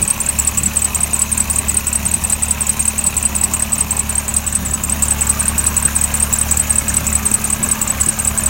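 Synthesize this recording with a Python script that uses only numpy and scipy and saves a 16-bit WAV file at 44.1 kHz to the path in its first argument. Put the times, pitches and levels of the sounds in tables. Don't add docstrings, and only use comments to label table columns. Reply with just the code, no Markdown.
import sys
import numpy as np
from scipy import signal
from scipy.fft import rfft, irfft, next_fast_len
from scipy.io import wavfile
from scipy.ndimage import uniform_filter1d, minimum_filter1d, map_coordinates

SR = 44100
rng = np.random.default_rng(int(sys.argv[2]) if len(sys.argv) > 2 else 0)


def digitize_waveform(pressure):
    field = np.atleast_2d(pressure).T
    bounded = np.clip(field, -1, 1)
    quanta = np.round(bounded * 32767).astype(np.int16)
    wavfile.write(sys.argv[1], SR, quanta)


N = 374409

# (time [s], firings [per s])
ENGINE_SPEED = [(0.0, 36.62), (0.6, 36.27), (1.1, 36.17), (1.5, 36.98), (1.9, 36.3), (2.4, 36.72),
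                (3.0, 36.06), (3.6, 36.68), (4.1, 36.06), (4.6, 36.5), (5.2, 36.12), (5.7, 36.47),
                (6.1, 35.97), (6.7, 36.64), (7.3, 36.04), (8.0, 36.16), (8.49, 36.1)]
# (time [s], place [0 = pulleys, 1 = alternator], shade [dB])
LISTENER_PATH = [(0, 0.028, 0), (3.4, 0, -0.5), (4.2, 0.17, -1.9), (4.68, 0.71, -4.5), (5.1, 0.98, 0.5),
                 (8.49, 0.93, -0.5)]
# (time [s], level [dB])
BOOM_LEVELS = [(0.03, -27), (0.07, -35), (0.43, -25), (0.88, -28.5), (4.81, -27), (4.84, -24),
               (5.68, -23.5), (5.94, -26.5), (6.93, -22.5), (6.98, -30), (7.24, -22), (7.29, -47),
               (7.31, -38), (7.55, -27), (7.62, -48), (7.69, -30), (7.85, -35), (8.02, -24), (8.09, -41),
               (8.32, -23), (8.37, -42), (8.49, -22)]
# (pitch [times the firing rate], relative level [dB])
WEAK_TONES = [(1, -39), (3, -38.5), (4, -38.5), (5, -58), (7, -47), (8, -50), (12, -55), (15, -51)]
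# (frequency [Hz], relative level [dB])
RUMBLE_COLOUR = [(22, -40), (33, -14), (60, 4.5), (100, 0), (140, -6), (190, 3), (260, -6), (330, -15.5),
                 (600, -32.5)]
BUMP_COLOUR = [(40, -20), (90, -1), (160, -3.5), (260, -9.5), (600, -24), (2000, -51)]
CLATTER_AT_PULLEYS = [(180, -32), (330, -7.5), (420, -3), (480, -16.5), (560, -3.5), (750, -3.5), (1030, 1),
                      (1250, -5), (1450, -7.5), (1650, -6.5), (1900, -7.5), (2500, -6), (3000, -6.5),
                      (3400, -12), (3900, -10), (4800, -19), (6500, -25), (11000, -120)]
CLATTER_AT_ALTERNATOR = [(180, -37), (330, -5.5), (420, -5), (480, -8.5), (600, -1), (750, -3.5),
                         (1000, 0.5), (1250, -0.5), (1450, -5.5), (1600, -0.5), (1900, -6.5), (2200, -5),
                         (2900, -6), (3400, -12), (3900, -10), (4800, -19.5), (6500, -35), (11000, -120)]
TICK_COLOUR = [(2000, -25), (4000, -7.5), (5000, -17), (10500, -14), (12000, -2), (12600, 5), (13200, 9.5),
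               (14500, -2), (16000, -30)]
RUB_COLOUR = [(2500, -50), (5100, -16), (5850, -10), (6250, -4.5), (6900, -1), (7600, -13), (9000, -25),
              (12000, -50)]
FIZZ_COLOUR = [(3000, -22), (5000, -4.5), (5900, 4.5), (6800, 3.5), (7800, 2), (9500, 3), (10500, -2),
               (12000, 2.5), (13500, 0), (15700, 4)]
# (time [s], level [dB])
LOW_BUMPS = [(0.018, -18.5), (0.618, -23), (3.075, -22), (4.646, -28), (5.859, -19.5), (7.32, -20.5),
             (7.613, -21), (8.077, -20.5)]
# (time [s], level [dB], pitch [Hz])
BRACKET_CLANKS = [(3.929, -18.5, 990), (5.417, -19, 1610), (5.879, -15, 1603), (6.902, -16.5, 1630)]
# (level at the pulleys [dB], level at the alternator [dB])
CYLINDER_RINGS = [(-36.5, -46), (-35, -36.5), (-39.5, -44.5), (-38.5, -42)]
POLISHED_PATCHES = [(.662, 0.098, 1), (0.0574, 0.0552, 0.2)]
# (delay from the main chirp [s], level [dB], pitch [Hz],
# pitch jump on polish [Hz], level swing with bite [dB], scrape [dB], scrape swing with bite [dB],
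# rise [s], fall [s], pitch roughness [ratio], neighbouring rib [dB], octave [dB])
GLAZED_SPOTS = [(-.0893, -12.3, 7950, 1208, 1, -19.5, 1.5, 0.00074, 0.0039, 0.055, -13.5, -8.5),
                (-.0785, -11, 7850, 900, 1.1, -27, 7, 0.0025, 0.0033, 0.0214, -16.5, -15),
                (-.056, -23.5, 7210, 491, 3.5, -13, 2, 0.0025, 0.0026, 0.065, -16, -11),
                (-.0293, -12.5, 8060, 800, 0, -21.5, 3.5, 0.00082, 0.0034, 0.055, -14, -12),
                (-.0018, -7, 8065, 190, 0, -18, 1.5, 0.0022, 0.0042, 0.018, -11.5, -29),
                (.036, -27.5, 6840, -4, 1, -4, 2, 0.0018, 0.0011, 0.075, -4, -4),
                (-.113, -29, 7120, -7, 1.5, -3, 0, 0.0019, .004, 0.054, -17, -13)]

# (at the pulleys [dB], at the alternator [dB])
DRONE_DB, RUMBLE_DB, CLATTER_DB, HISS_DB = (-34.5, -32), (-32, -31), (-31.5, -30.5), (-29, -27.5)
DRONE_SWING_DB, RUMBLE_SWING_DB, RUB_SWING_DB = 0.65, 2.5, 4.5
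BAY_FADE_S, CLANK_FADE_S = 0.051, 0.045
KNOCK_HZ = (454, 2273)
FIRST_CATCH = 3.936
FIRINGS_PER_TURN, PULLEY_PER_TURN = 6.748, 4.719
BITE_ANGLE = 0.39
POLISH_DB = -2
TUG_DB, TUG_AT = 0.8, 0.08
SCATTER_DB, SCATTER_HZ = 1.3, 88.5
TICK_SHADE, CLATTER_SHADE, HISS_SHADE = 1.6, 0.6, 0.59
TOP_HZ = 15850


def amp(db):
    return 10 ** (np.asarray(db) / 20)


def unit(x):
    return x / np.sqrt(np.mean(x ** 2) + 1e-20)


def curves(rows):
    times, *columns = np.transpose(rows)
    return [np.interp(np.arange(N) / SR, times, column) for column in columns]


def between(levels_db, place):
    return levels_db[0] + place * (levels_db[1] - levels_db[0])


def wobble(rate, size=N):
    points = rng.standard_normal(int(size * rate / SR) + 4)
    return map_coordinates(points, [np.arange(size) * rate / SR])


def filtered(x, response):
    size = next_fast_len(N + 8192)
    return irfft(rfft(x, size) * response(np.fft.rfftfreq(size, 1 / SR)), size)[:N]


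def noise(colour, drive=1):
    points_hz, db = np.transpose(colour)
    white = drive * rng.standard_normal(N)
    return unit(filtered(white, lambda hz: amp(np.interp(np.log(hz + 1), np.log(points_hz), db))))


def patchy(x, depth_db):
    bands = signal.stft(x, nperseg=2048)[2]
    swell = uniform_filter1d(rng.standard_normal(bands.shape), size=3, axis=0)
    swell = unit(uniform_filter1d(swell, size=9, axis=1))
    return unit(signal.istft(bands * amp(depth_db * swell), nperseg=2048)[1][:N])


def add(track, when, sound):
    start = round(when * SR)
    a, b = max(start, 0), min(start + len(sound), N)
    if b > a:
        track[a:b] += sound[a - start:b - start]


def stroke(cycle, at, rise, fall):
    age = (cycle - at) % 1
    shape = (1 - np.exp(-age / rise)) * np.exp(-age / fall)
    return shape / shape.max()


def bay_echo(x, wet_db):
    t = np.arange(SR // 16) / SR
    tail = rng.standard_normal(len(t)) * amp(-60 * t / BAY_FADE_S) * (t > .0007)
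    tail *= amp(wet_db) / np.linalg.norm(tail)
    tail[0] = 1
    return signal.fftconvolve(x, tail)[:len(x)]


def bumps():
    push, t = np.zeros(N), np.arange(SR // 4) / SR
    for when, db in LOW_BUMPS:
        add(push, when - .01, amp(db - 60 * t / 0.17) * (1 - np.exp(-t / 0.0013)))
    return push * noise(BUMP_COLOUR)


def boom(cycle, place):
    def tone(multiple, db):
        return np.sqrt(2) * amp(db + wobble(8)) * np.sin(2 * np.pi * (multiple * cycle + rng.random()))
    boom_db, = curves(BOOM_LEVELS)
    low = tone(2, boom_db - .4)
    drone = tone(6, between(DRONE_DB, place) + DRONE_SWING_DB * wobble(9))
    weak = amp(-1 + 3.2 * place) * sum(tone(round(multiple), db) for multiple, db in WEAK_TONES)
    rumble = amp(between(RUMBLE_DB, place) + RUMBLE_SWING_DB * wobble(9)) * noise(RUMBLE_COLOUR)
    return low + drone + weak + rumble


def knocks():
    out, t = np.zeros(N), np.arange(SR // 20) / SR
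    low, high = KNOCK_HZ
    for when, part, force in rng.random((900, 3)):
        hz = low * (high / low) ** (part ** .75)
        add(out, when * N / SR, amp(20 * force ** 2 - 60 * t / 0.033) * np.sin(2 * np.pi * hz * t))
    return unit(out)


def clatter(cycle, place):
    beat = 1 + 0.39 * stroke(cycle, 0.045, 0.036, 0.067) + 0.11 * stroke(cycle, 0.4212, 0.015, 0.069)
    drive = beat * amp(1.7 * wobble(260))
    pulleys = np.sqrt(1 - place) * amp(0.3) * noise(CLATTER_AT_PULLEYS, drive)
    alternator = np.sqrt(place) * amp(1) * noise(CLATTER_AT_ALTERNATOR, drive)
    body = amp(1.54) * patchy(pulleys + alternator, depth_db=2)
    rattle = amp(-11.5 + 1.7 * place) * beat * knocks()
    return amp(between(CLATTER_DB, place)) * (body + rattle)


def clanks():
    out, t = np.zeros(N), np.arange(SR // 16) / SR
    for when, db, hz in BRACKET_CLANKS:
        phase = 2 * np.pi * np.cumsum(hz * (1 + 0.11 * wobble(840, len(t)))) / SR
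        shape = amp(db + 0.5 - 60 * t / CLANK_FADE_S) * (1 - np.exp(-t / 0.0011))
        add(out, when, shape * np.sin(phase))
    return out


def ticking(cycle, place):
    count, age = np.divmod(cycle - .82, 1)
    cylinder_db = np.array(CYLINDER_RINGS)[count.astype(int) % len(CYLINDER_RINGS)].T
    hz = 2820 * np.exp(-.6 * age) + 70 * wobble(600)
    shape = np.sin(np.pi * np.minimum(age / .42, 1) ** .7) ** 1.5
    ring = unit(np.sin(2 * np.pi * np.cumsum(hz) / SR) * shape)
    ring *= amp(between(cylinder_db, place) + 0.25 * wobble(50))
    tick = noise(TICK_COLOUR, stroke(cycle, 0.873, 0.062, 0.13) * amp(1.6 * wobble(40)))
    return bay_echo(ring, wet_db=-6) + amp(-40 + 0.78 * place) * tick


def hiss(place):
    rub = noise(RUB_COLOUR, amp(RUB_SWING_DB * wobble(60)))
    fizz = noise(FIZZ_COLOUR, amp(1.9 * wobble(300) + 1.47 * wobble(45)))
    return amp(between(HISS_DB, place)) * patchy(fizz, depth_db=4.0) + amp(-38 + 3.3 * place) * rub


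def pulley(angle):
    polish = 0
    for centre, width, shine in POLISHED_PATCHES:
        distance = (angle - centre + .5) % 1 - .5
        polish += shine * np.exp(-.5 * (distance / width) ** 2)
    return polish, np.cos(2 * np.pi * 2 * (angle - BITE_ANGLE))


def chirp(t, hz, scrape_db, rise, fall, rough, rib_db, octave_db):
    def grip(lead):
        return np.exp(-.5 * ((t + lead) / np.where(t + lead < 0, rise, fall)) ** 2)
    settle = 1 - np.tanh((t + 0.5 * rise) / 0.00087)
    phase = 2 * np.pi * np.cumsum(hz * (1 + 0.01028 * settle + rough * wobble(1291, len(t)))) / SR
    tone = np.sin(phase) + amp(octave_db) * np.sin(2 * phase)
    squeal = grip(0) * amp(2.14 * wobble(780, len(t))) * tone
    rib_hz = 9050 * (1 + 0.0494 * wobble(930, len(t)))
    rib_grip = np.maximum(grip(0.95 * rise), grip(-rise))
    rib = amp(rib_db) * rib_grip * np.sin(2 * np.pi * np.cumsum(rib_hz) / SR)
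    scrape = amp(scrape_db) * np.exp(-np.abs(t + 0.53 * rise) / 0.0023) * rng.standard_normal(len(t))
    scrape = signal.sosfilt(signal.butter(4, 3800, "high", fs=SR, output="sos"), scrape)
    sound = bay_echo(squeal + rib + 1.75 * scrape, wet_db=-3.5)
    height = sound[(t > -rise) & (t < 2 * fall)]
    return sound / np.sqrt(np.mean(height ** 2))


def belt_chirps(cycle):
    out, clock = np.zeros(N), np.arange(N) / SR
    t = np.arange(-SR // 64, SR // 16) / SR
    turns = (cycle - FIRST_CATCH) / FIRINGS_PER_TURN
    for turn_start in np.interp(np.arange(int(turns[-1]) + 1), turns, clock):
        for delay, db, hz, jump_hz, bite_db, scrape_db, harsh_db, rise, *slip in GLAZED_SPOTS:
            when = turn_start + delay
            polish, bite = pulley(PULLEY_PER_TURN * np.interp(when - rise, clock, turns))
            pitch = hz + jump_hz * polish + SCATTER_HZ * rng.standard_normal()
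            tug = np.cos(2 * np.pi * (np.interp(when, clock, cycle) - TUG_AT))
            db += POLISH_DB * polish + bite_db * bite + TUG_DB * tug + SCATTER_DB * rng.standard_normal()
            add(out, when + t[0], amp(db) * chirp(t, pitch, scrape_db + harsh_db * bite, rise, *slip))
    return out


def scene():
    cycle = np.cumsum(curves(ENGINE_SPEED)[0]) / SR
    place, shade_db = curves(LISTENER_PATH)
    place = np.clip(place, 0, 1)
    belt = amp(shade_db) * belt_chirps(cycle) + amp(HISS_SHADE * shade_db) * hiss(place)
    ticks = amp(TICK_SHADE * shade_db) * ticking(cycle, place)
    metal = amp(CLATTER_SHADE * shade_db) * (clatter(cycle, place) + clanks())
    return (belt + ticks + metal + boom(cycle, place) + bumps())[None]


def record(dry):
    needed = np.minimum(1, 1 / (np.abs(dry[0]) + 1e-9))
    gain = uniform_filter1d(minimum_filter1d(needed, size=200), size=150)
    return filtered(dry[0] * gain, lambda hz: hz < TOP_HZ)[None]


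dry = scene()
out = record(dry)
digitize_waveform(out)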